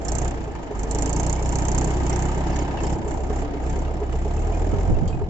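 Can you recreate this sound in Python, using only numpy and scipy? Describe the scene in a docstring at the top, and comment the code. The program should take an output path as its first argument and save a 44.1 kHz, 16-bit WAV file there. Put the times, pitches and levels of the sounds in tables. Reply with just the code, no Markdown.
"""A four-cylinder diesel tractor pulls past at close range and drives off over a ploughed field.
From the start each firing gives an exhaust thump and bark, a burst of clatter and, under load, a hiss-like knock.
Far off, a slow stationary engine toots through its exhaust pot, like a blown bottle, about four times a second.
As the tractor passes, resonant panels rattle, iron clinks and the body booms at random; a faint tone hums once.
Then it turns its back, dulling the knock; near the end the engine speeds up, wind bumps and the linkage clanks."""
import sys
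import numpy as np
from scipy import signal
from scipy.fft import rfft, irfft, next_fast_len
from scipy.io import wavfile
from scipy.ndimage import uniform_filter1d

SR = 44100
rng = np.random.default_rng(int(sys.argv[2]) if len(sys.argv) > 2 else 0)


def inscribe(sig):
    """Save sig as 16-bit PCM at rate SR to the path in sys.argv[1].

    A 1-D sig is mono; a 2-D sig holds one channel per row.
    Samples are clipped to [-1, 1] before scaling.
    """
    pcm = np.round(np.clip(np.atleast_2d(sig).T, -1, 1) * 32767)
    wavfile.write(sys.argv[1], SR, pcm.astype(np.int16))


N = 233579
TIME = np.arange(N) / SR

# engine speed, hunting around the governor's setting: [t/s, firing rate/Hz]
FIRING_RATE = [(0.0, 27.82), (0.304, 32.7), (0.534, 26.08), (0.564, 26.21), (0.743, 23.84), (1.345, 31.58),
               (1.467, 30.47), (1.913, 32.07), (2.057, 30.87), (2.259, 32.41), (2.661, 33.5),
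               (2.812, 30.99), (2.955, 34.35), (3.07, 31.64), (3.309, 32.1), (3.444, 34.61), (3.629, 30.73),
               (3.846, 33.77), (4.105, 31.66), (4.288, 33.33), (4.483, 39.77), (4.904, 44.95), (5.3, 42.24)]
# engine along the drive: [t/s, roar before load and trim/dB, clatter re roar before load and trim/dB, dullness 0-1]
ENGINE_LEVEL = [(0, -33, -11, 0.96), (.25, -31, -9, 0.7), (.45, -36, -8, 0.65), (.8, -35, -8.5, 0.62),
                (1.0, -32, -9.5, 0.13), (1.45, -31.5, -9.5, 0.2), (1.8, -30, -9, 0.33),
                (2.15, -31.5, -6.5, 0.24), (2.7, -31.5, -7.5, 0), (2.92, -30, -11.5, 0.25),
                (3.0, -34, -11, 0.46), (3.1, -30.5, -12.5, 0.73), (3.23, -33, -13.5, .6),
                (3.4, -32, -9.5, 0.75), (3.49, -34, -9.5, 0.86), (3.7, -31.5, -12.5, .8),
                (4.2, -35, -10, 0.8), (4.55, -31, -12.5, 0.89), (4.9, -30.5, -14, 0.87),
                (5.08, -33, -12.5, 0.91), (5.3, -37.5, -12, 0.89)]
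# spectrum of the combustion knock: [f/Hz, relative density/dB]
KNOCK_SPECTRUM = [(1500, -17), (2600, -24), (3800, -24.5), (4900, -16.5), (5500, -13.5), (5850, -6),
                  (6300, -6), (6680, -6.5), (6900, -1.5), (7300, -4), (7600, -2.5), (8000, -20.5),
                  (9000, -18.5)]
# modes of the engine's metal that the knock rings: [f/Hz, width/Hz, level/dB]
METAL_MODES = [(4280, 90, 1), (5630, 120, -5.5), (6410, 120, 0.5), (6730, 120, -1.5), (7170, 83, 0.5),
               (7440, 170, 2.5), (7600, 150, -6.5)]
# the two microphone ports: [f/Hz, likeness 0-1, left lead/rad, left minus right/dB]
PORT_RESPONSE = [(59.7, 0.99, 1, 2.5), (227, 1, -1.43, -1.5), (338, 0.96, 0.59, 0.5), (493, 0.5, 0.68, 0),
                 (610, 0.99, 0.88, -6.5), (900, 0.54, -0.5, 3.5), (1270, 0.4, -2, -2), (1890, 0.35, -2, 1),
                 (2900, 0.13, -3, 1), (4560, 0.3, -5.5, -4), (6800, 0.3, -5, -14), (8000, 0.4, -4.5, -25.5)]


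def amp(db):
    """Decibels are logarithmic: 20 dB is a tenfold gain in amplitude."""
    return 10 ** (np.asarray(db) / 20)


def evened(x):
    """Normalisation to rms 1 (of the mid signal, for a pair)."""
    mid = np.atleast_2d(x).mean(0)
    return x / np.sqrt(np.mean(mid ** 2) + 1e-20)


def curve(rows, axis=1):
    """Linear interpolation of one column of a time table, at every sample."""
    rows = np.array(rows)
    return np.interp(TIME, rows[:, 0], rows[:, axis])


def read(rows, hz, axis=1):
    """Interpolation of one column of a frequency table, on a log axis."""
    rows = np.array(rows)
    return np.interp(np.log(hz + 1), np.log(rows[:, 0] + 1), rows[:, axis])


def add(mix, s, sound):
    """Superposition: mixes a sound in at a time."""
    part = mix[max(round(s * SR), 0):][:len(sound)]
    part += sound[:len(part)]


def drift(rate_hz):
    """Low-passed Gaussian noise of rms 1, varying at rates up to about the given one."""
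    size = next_fast_len(N)
    hz = np.fft.rfftfreq(size, 1 / SR)
    spectrum = rfft(rng.standard_normal(size)) / (1 + (hz / rate_hz) ** 4)
    return evened(irfft(spectrum, size)[:N])


def noise(spectrum, likeness=1):
    """Coloured noise, partly coherent between two spaced ports, with phase and level differences."""
    size = next_fast_len(N)
    hz = np.fft.rfftfreq(size, 1 / SR)
    a, b = rfft(rng.standard_normal((2, size)))
    same = np.clip(likeness * read(PORT_RESPONSE, hz), 0, 1)
    lead = np.exp(1j * read(PORT_RESPONSE, hz, axis=2))
    tilt = amp(read(PORT_RESPONSE, hz, axis=3))
    left = tilt * lead * (same * a + np.sqrt(1 - same ** 2) * b)
    pair = np.array([left, a]) / np.sqrt(1 + tilt ** 2)
    return evened(irfft(pair * amp(read(spectrum, hz)), size)[:, :N])


def sides(hz):
    """Level difference between the ports: left and right gains at one frequency, of mean 1."""
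    gains = np.array([[amp(read(PORT_RESPONSE, hz, axis=3))], [1]])
    return gains / gains.mean()


def ring(x, modes):
    """Modal resonance: convolution with decaying cosines [f/Hz, width/Hz, level/dB]."""
    t = np.arange(SR // 20) / SR
    response = sum(amp(db) * np.exp(-np.pi * width * t) * np.cos(2 * np.pi * hz * t)
                   for hz, width, db in modes)
    return signal.oaconvolve(x, response[None], axes=1)[:, :x.shape[1]]


def bursts(firings, start, rise, decay, between, uneven_db):
    """Cyclic excitation of rms 1: jumps and decays once a firing (times as shares of a firing)."""
    index, age = np.divmod(firings - start + 2, 1)
    size = amp(uneven_db * np.clip(rng.standard_normal(256), -2, 2))[index.astype(int)]
    shape = (1 - np.exp(-(age / rise) ** 2)) * np.exp(-age / decay)
    return evened(size * shape + between)


def turned():
    """Source aspect: 0 while the tractor is side-on, 1 once heard from behind."""
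    start_s, end_s = 2.3, 4.03
    return np.clip((TIME - start_s) / (end_s - start_s), 0, 1)


def fuel_db():
    """Force balance: fuel meets the drag, rising as the engine gains speed and falling as it slows."""
    # drag of the soil and drive train: [t/s, level re full load/dB]
    drag = [(0, -34), (.09, -3.5), (.15, -4.5), (.3, -15), (.42, -11.5), (.49, -18.5), (.56, -19.5),
            (.64, -22), (.76, -21.5), (.835, -11.5), (.875, -31.5), (.915, -4), (1.2, -6), (1.45, -4.5),
            (1.8, -3.5), (1.96, -5), (2.22, -8.5), (2.45, -15), (2.9, -11), (3.02, -11), (3.12, -4.5),
            (3.25, -14.5), (3.38, -13), (3.53, -13), (3.8, -10), (4.5, -10.5), (4.9, -10), (5.3, -27)]
    averaging_s = 0.05  # the governor's reaction time
    db_per_accel = 0.6344  # dB per firing per second gained in a second
    accel_limit = 12.1  # firings/s^2 at which the fuel rack nears its stops
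    accel = uniform_filter1d(np.gradient(curve(FIRING_RATE)) * SR, round(averaging_s * SR))
    return curve(drag) + db_per_accel * accel_limit * np.tanh(accel / accel_limit)


def wind():
    """Turbulent pressure: short low swells, mostly independent at each port, strongest in the deep bass."""
    # bumps on the microphone: [t/s, level/dB, length/s, top f/Hz, left minus right/dB]
    gusts = [(4.737, -23, .018, 420, -16.5), (4.757, -25, .04, 110, -18), (4.888, -20.5, .03, 150, -10),
             (4.908, -19, .03, 400, -14), (4.912, -25, .03, 61, 10), (4.932, -17, .02, 220, 4),
             (4.96, -18, .06, 131, -11), (5.028, -22.5, .026, 202, -22.5), (5.072, -21, .035, 151, 3),
             (5.16, -24, .17, 176, -5), (5.23, -25.5, .03, 130, 14)]
    out = np.zeros((2, N))
    hz = np.fft.rfftfreq(SR, 1 / SR)
    for s, db, length, top_hz, pan_db in gusts:
        near = abs(TIME - s) < 1.5 * length
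        swell = np.exp(-(2 * (TIME[near] - s) / length) ** 2)
        spectra = rfft(rng.standard_normal((3, SR))) / (1 + (hz / top_hz) ** 4)
        spectra = spectra / np.sqrt(1 + 2 * hz / top_hz)
        left, right, both = irfft(spectra)[:, :len(swell)]
        eddies = np.array([evened(swell * (.4 * both + .9 * own)) for own in (left, right)])
        port_db = db + np.array([[pan_db], [-pan_db]]) / 2
        out[:, near] += amp(port_db) * np.sqrt(np.mean(swell ** 2)) * eddies
    return out


def toot(hz, swell, sag):
    """Cavity resonance: a rough puff blows the exhaust pot like a bottle; the note sags as it dies."""
    t = np.arange(SR // 7) / SR
    pitch = hz * (1 + 0.0036 * rng.standard_normal())
    cycles = pitch * (t - sag * t ** 2) + rng.random()
    band = signal.butter(4, [280, 930], "band", fs=SR, output="sos")
    puff = evened(signal.sosfilt(band, rng.standard_normal(len(t))))
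    envelope = (t / swell) ** 2 * np.exp(2 - 2 * t / swell)
    return envelope * (np.sin(2 * np.pi * cycles) + amp(-10) * puff)


def far_engine(count=22):
    """Periodic excitation: a toot each firing, and a weaker, higher one about half a cycle later."""
    # strength, hidden at times while the tractor passes in front: [t/s, level/dB]
    toot_level = [(.24, -32), (.48, -32.5), (.72, -27), (.95, -29), (1.42, -29), (1.66, -37), (1.9, -44),
                  (2.13, -29.5), (2.37, -40), (2.6, -31), (2.84, -25), (3.1, -25), (3.31, -24),
                  (3.55, -30.5), (3.8, -26), (4.03, -23), (4.27, -24), (4.5, -29), (4.74, -25.5),
                  (4.98, -26.5), (5.22, -27.5)]
    start_s, gap_s, stretch_s = .241, .2335, .00015  # the gaps lengthen slightly
    uneven_db = -1.5
    out = np.zeros(N)
    for k, luck in enumerate(rng.standard_normal(count)):
        s = start_s + gap_s * k + stretch_s * k ** 2
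        db = np.interp(s, *np.transpose(toot_level)) + uneven_db * luck
        add(out, s - .006, amp(db) * toot(hz=422, swell=0.014, sag=0.41))
        add(out, s + .118, amp(db - 6) * toot(hz=452, swell=.012, sag=.6))
    return out * amp(0) * np.array([[1], [1]]) * amp([[-.5], [.5]])


def hum():
    """Amplitude modulation: one faint note of wavering phase swells and fades."""
    # [centre t/s, half-length/s, f/Hz, level/dB]
    s, half_length, hz, db = (1, 0.17, 453, -37)
    swell = np.exp(-((TIME - s) / half_length) ** 4)
    return amp(db) * swell * np.sin(2 * np.pi * hz * TIME + .3 * drift(20))


def clink(db, hz, t60, share):
    """Impact of iron on iron: one mode decays exponentially, with a share of chatter around it."""
    t, share = np.arange(SR // 4) / SR, np.clip(share, 0, 1)
    tone = np.sqrt(2) * np.sin(2 * np.pi * (hz * t + rng.uniform(0, .3, (2, 1))))
    chatter = evened(ring(rng.standard_normal((2, len(t))), [(hz, .2 * hz, 0)]))
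    envelope = amp(db - 60 * t / t60) * (1 - np.exp(-t / .001))
    return (np.sqrt(1 - share) * tone + np.sqrt(share) * chatter) * envelope


def ironwork():
    """Modal superposition: single clinks over the bumps, and one linkage clank that rings all its modes."""
    # clinks of loose ironwork: [t/s, level/dB, f/Hz, t60/s]
    clinks = [(.05, -31, 6960, 0.03), (0.085, -29, 5470, .04), (0.086, -27, 7200, 0.03),
              (1.38, -42.5, 2290, 0.11), (2.122, -36.5, 2070, 0.065), (2.127, -33.5, 5740, 0.066),
              (2.287, -45, 2960, 0.055), (2.561, -40, 5670, 0.063), (2.772, -37, 2920, 0.052),
              (2.786, -38, 2660, 0.11), (3.87, -50, 2770, 0.1), (4.129, -43.5, 2900, 0.053),
              (4.378, -42, 2600, 0.044), (4.535, -42.5, 2430, 0.093), (4.948, -47.5, 2690, 0.081),
              (5.127, -44, 2505, 0.13)]
    # modes of the rear linkage: [f/Hz, level/dB, t60/s]
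    linkage = [(3200, -49.5, 0.21), (3640, -54, 0.11), (4560, -50.5, 0.17), (5950, -46, 0.06),
               (6930, -41.5, 0.037), (7390, -53, 0.36)]
    clank_s = 5.076
    hits = [(*row, .15) for row in clinks]  # the last entry is the share of chatter
    hits += [(clank_s, db, hz, t60, .45) for hz, db, t60 in linkage]
    out = np.zeros((2, N))
    for s, db, hz, t60, share in hits:
        for port, heard in zip(out, sides(hz) * clink(db, hz, t60, share)):
            add(port, s, heard)
    return out


def panels(firings):
    """Forced plate vibration: uneven ticks ring loose sheet metal, densest after each firing."""
    # modes of the thin panels: [f/Hz, width/Hz, level/dB]
    panel_modes = [(2205, 110, 2), (2730, 83, 0), (3070, 130, 1), (3740, 170, -5.5), (4640, 100, -3),
                   (5260, 57, -2), (5800, 220, -1.5), (6720, 110, 6)]
    # rattle as the bonnet passes: [t/s, level/dB]
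    rattle = [(0, -62), (.15, -59), (.36, -62), (.85, -65), (1.05, -46.5), (1.4, -49.5), (1.8, -51),
              (2.15, -55), (2.42, -63), (2.57, -42.5), (2.7, -63), (2.87, -46), (3.0, -63), (3.4, -58.5),
              (3.52, -63.5), (3.7, -57), (4.0, -67), (4.8, -57.5), (5.3, -76)]
    chance = 130 / SR * bursts(firings, start=.33, rise=.08, decay=.25, between=.2, uneven_db=4)
    size = amp(4.5 * np.minimum(rng.exponential(1, N), 2.5)) * rng.choice([-1, 1], (2, N))
    out = np.zeros((2, N))
    for hz, width, db in panel_modes:
        ticks = size * (rng.random(N) < chance)
        out += sides(hz) * ring(ticks, [(hz, width, db)])
    return amp(curve(rattle)) * evened(out)


def boom():
    """Narrow-band noise: random quadrature parts make a hollow bodywork boom that slides in pitch."""
    # the boom as the tractor passes: [t/s, f/Hz, level/dB]
    boom_track = [(0, 300, -46), (.85, 290, -45.5), (1.0, 288, -35), (1.15, 295, -34), (1.3, 330, -42.5),
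                  (1.75, 320, -44.5), (2.0, 350, -38), (2.42, 355, -38), (2.55, 285.3, -34.5),
                  (2.72, 320, -39.5), (2.9, 340, -34.5), (3.1, 340, -40), (3.25, 320, -45.5),
                  (3.55, 280, -33.5), (3.66, 330, -49), (4.4, 340, -40.5), (4.52, 330, -38),
                  (4.63, 345, -48), (5.3, 350, -39.5)]
    width_hz = 26  # reach of the band to each side of its centre
    phase = 2 * np.pi * np.cumsum(curve(boom_track)) / SR + np.array([[.4], [0]])
    band = drift(width_hz) * np.cos(phase) + drift(width_hz) * np.sin(phase)
    return amp(curve(boom_track, axis=2)) * evened(band)


def hard_knocks():
    """Impulsive combustion: a charge ignites all at once, and its dry crack rings the metal's modes."""
    # knocks that stand out from the rest: [t/s, level/dB]
    sharp_knocks = [(.278, -36.5), (0.308, -41), (0.793, -40), (1.021, -33.5), (1.232, -34), (1.327, -30),
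                    (1.424, -37), (1.491, -38), (1.555, -30), (1.585, -34), (1.682, -32), (1.715, -39),
                    (1.747, -32), (1.782, -27), (1.844, -31), (2.097, -37), (2.222, -33), (2.588, -43),
                    (2.838, -43), (2.867, -44)]
    rise_s, decay_s = 0.0016, 0.0025
    t, out = np.arange(SR // 25) / SR, np.zeros((2, N))
    hiss = noise(KNOCK_SPECTRUM)
    shape = (1 - np.exp(-(t / rise_s) ** 2)) * np.exp(-t / decay_s)
    mode_luck = rng.standard_normal((len(sharp_knocks), len(METAL_MODES)))
    for (s, db), luck in zip(sharp_knocks, mode_luck):
        crack = shape * hiss[:, round(s * SR):][:, :len(t)]
        # each knock has its own mix of modes
        modes = [(hz, width, mode_db + 3 * k) for (hz, width, mode_db), k in zip(METAL_MODES, luck)]
        blow = evened(evened(crack) + 0.87 * evened(ring(crack, modes)))
        blow = blow * np.sqrt(2 * decay_s / t[-1])
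        for port, heard in zip(out, amp(db) * blow):
            add(port, s, heard)
    return out


def valve_gear(firings):
    """Impulse response: ticks of very uneven size ring the block, mostly just after each firing."""
    # modes of the engine block: [f/Hz, width/Hz, level/dB]
    block = [(1241, 55, 4), (1587, 48, -2), (1748, 110, 4), (2139, 70, -1), (2400, 330, -7),
             (2964, 80, -5.5)]
    chance = 160 / SR * bursts(firings, start=0.41, rise=0.088, decay=0.27, between=0.23, uneven_db=5.5)
    size = amp(5.9 * np.minimum(rng.exponential(1, (2, N)), 3)) * rng.choice([-1, 1], (2, N))
    return evened(sum(ring(size * (rng.random((2, N)) < chance), [mode]) for mode in block))


def engine_body(firings, fuel):
    """Modulated noise: upper roar and block clatter pulse with the firings over a steadier low roar."""
    # roar from the side and from the rear, and block clatter: [f/Hz, relative density/dB]
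    roar_side = [(60, -5.5), (130, -3.5), (210, -1.5), (290, -0.5), (360, -1), (430, -5.5), (540, -7.5),
                 (720, -5), (950, -4), (1100, -20), (1400, -63.5), (2500, -58.5)]
    roar_rear = [(60, 4.5), (130, -1.5), (210, -1.5), (290, -1.5), (360, -1.5), (430, -1), (540, -6.5),
                 (720, -3), (900, -11.5), (1050, -26), (1400, -23.5), (2500, -76.5)]
    clatter_spectrum = [(600, -23), (1000, 8), (1240, 4.5), (1400, 3.5), (1620, 3), (2000, 3), (2130, -0.5),
                        (2350, 1), (2950, -4), (3400, -6), (4300, -10), (6000, -10), (8000, -41)]
    split_hz = 570  # below this the roar lingers between firings; above it, it chugs
    roar_per_fuel, clatter_per_fuel = 0.037, 0.066  # dB gained for each dB of fuel
    level = amp(curve(ENGINE_LEVEL) + roar_per_fuel * fuel)
    dull = np.clip(curve(ENGINE_LEVEL, axis=3), 0, 1)
    roar = np.sqrt(1 - dull) * noise(roar_side) + np.sqrt(dull) * noise(roar_rear)
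    low = signal.sosfiltfilt(signal.butter(4, split_hz, fs=SR, output="sos"), roar)
    throb = bursts(firings, start=.32, rise=.12, decay=.5, between=1.8, uneven_db=3)
    chug = bursts(firings, start=.34, rise=.09, decay=.45, between=.55, uneven_db=1.5)
    clack = bursts(firings, start=.29, rise=.16, decay=.22, between=.35, uneven_db=3.5)
    clatter = noise(clatter_spectrum) * clack + amp(-2.5) * valve_gear(firings)
    clatter_db = -4.5 + curve(ENGINE_LEVEL, axis=2) + clatter_per_fuel * fuel
    pulsing_roar = low * throb + (roar - low) * chug
    return level * (amp(2.5) * pulsing_roar + amp(clatter_db) * clatter)


def knock(firings, fuel):
    """Combustion shock: a treble crack and ragged rebound under load blur into a softer chuff as it falls."""
    # strength in each cylinder, in firing order: [level/dB]
    cylinder_db = [-4, 0, .8, .3]
    full_load_db, shield_db = -37.5, -13  # side-on; change when heard from behind
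    coast_db = -32  # knock that remains with no fuel, re the tabled roar
    pulling = amp(full_load_db + fuel + shield_db * turned())
    coasting = amp(curve(ENGINE_LEVEL) + coast_db)
    load_db = 20 * np.log10(np.hypot(pulling, coasting))
    hard = np.clip((load_db + 50) / 13, 0, 1)
    beat = firings + .015 * drift(20)  # the timing wanders
    cylinder = np.array(cylinder_db)[(beat + 1.7).astype(int) % 4]
    crack = bursts(beat, start=.37, rise=.04, decay=.075, between=.02, uneven_db=1)
    rebound = bursts(beat, start=.5, rise=.05, decay=.15, between=.025, uneven_db=2)
    rebound = rebound * amp(3 * drift(300))
    chuff = bursts(beat, start=.34, rise=.06, decay=.28, between=.18, uneven_db=2)
    sharp_power = .85 * crack ** 2 + .15 * evened(rebound) ** 2
    blow = np.sqrt(hard * sharp_power + (1 - hard) * chuff ** 2)
    # the drive of each mode wavers, so the blows favour different modes
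    drive = blow * noise(KNOCK_SPECTRUM)
    metal = evened(sum(ring(drive * amp(2.8 * drift(20)), [mode]) for mode in METAL_MODES))
    return amp(load_db + hard * cylinder) * evened(blow * noise(KNOCK_SPECTRUM) + amp(0.5) * metal)


def orders(firings, table, lag, waver):
    """Fourier synthesis: engine orders, coloured by the pipe, line up in one pulse; each wavers by itself."""
    # response of the exhaust pipe: [f/Hz, gain/dB]
    pipe = [(15, -19), (25, -9), (32, -3.5), (41, 1), (63, 1.5), (85, 0.5), (160, -0.5), (195, -6.5),
            (230, -8), (350, -1.5)]
    rate = curve(FIRING_RATE)
    total = np.zeros(N)
    for k, db in table:
        level = amp(db + read(pipe, k * rate)) * (1 + waver * drift(15.0))
        total += level * np.cos(2 * np.pi * k * (firings - lag) + waver * drift(27))
    return evened(total)


def exhaust(firings, fuel):
    """Pulsating flow: a bark leads each firing, a deep suction swing follows, and turbulence rumbles."""
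    # engine orders of the deep thump and of the bark above it: [multiple of firing rate, relative level/dB]
    thump_orders = [(.5, 0.5), (1, 10), (1.5, -15), (2, 7.5), (2.5, -35.5)]
    bark_orders = [(3, 5.5), (3.5, -21), (4, 7.5), (4.5, -10.5), (5, 7), (5.5, -20), (6, 3.5), (7, -13),
                   (8, -6.5), (9, -8), (10, -13.5), (11, -9)]
    # spectrum of the turbulence: [f/Hz, relative density/dB]
    rumble_spectrum = [(12, -8.5), (28, 10.5), (60, 3.5), (110, 8.5), (200, -31), (400, -38), (1000, -59.5)]
    # how well the exhaust carries to the microphone: [t/s, thump/dB, bark before load and speed/dB]
    carry = [(0, -30, -34.5), (.22, -23.5, -29.5), (.5, -23, -27), (.85, -23.5, -31.5), (1.1, -23.5, -28),
             (1.8, -22.5, -27), (2.2, -23.5, -25.5), (2.6, -22.5, -26), (2.9, -25.5, -29.5),
             (3.0, -29, -27.5), (3.12, -26.5, -39), (3.3, -25, -34.5), (4.1, -23.5, -33.5),
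             (4.6, -23.5, -39.5), (4.9, -24.5, -39), (5.3, -18.5, -25)]
    knee_db = -15.5  # the thump levels off once the fuel passes the knee
    bark_per_fuel, bark_per_speed = 0.43, 0.57  # dB per dB of fuel; dB per extra firing per second
    cruise_hz = 32
    rumble_db, rumble_rear_db = -19.5, 5.5  # re the thump; change when heard from behind
    level = amp(curve(carry)) / np.sqrt(1 + amp(knee_db - fuel) ** 2)
    thump = level * orders(firings, thump_orders, lag=0.682, waver=0.039)
    bark_db = curve(carry, axis=2) + bark_per_fuel * fuel
    bark_db = bark_db + bark_per_speed * (curve(FIRING_RATE) - cruise_hz)
    bark = amp(bark_db) * orders(firings, bark_orders, lag=0.35, waver=0.15)
    eddies = noise(rumble_spectrum, likeness=.45)
    rumble = amp(rumble_db + rumble_rear_db * turned()) * level * eddies
    return (bark - thump) * amp([[-.8], [.8]]) + rumble


def scene():
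    """Common excitation: one firing count times the tractor's engine, and the fuel sets its strength."""
    firings, fuel = np.cumsum(curve(FIRING_RATE)) / SR, fuel_db()
    engine = exhaust(firings, fuel) + engine_body(firings, fuel) + knock(firings, fuel) + hard_knocks()
    tractor = engine + boom() + panels(firings) + ironwork()
    return tractor + hum() + far_engine() + wind()


def record(dry):
    """Band limitation: the microphone drops the deepest bass, then a linear-phase filter cuts the top."""
    thinned = signal.sosfilt(signal.butter(1, 8, "high", fs=SR, output="sos"), dry)
    low_pass = signal.firwin(101, 8050, window=("kaiser", 5), fs=SR)
    return signal.oaconvolve(thinned, low_pass[None], "same", axes=1)


dry = scene()
out = record(dry)
inscribe(out)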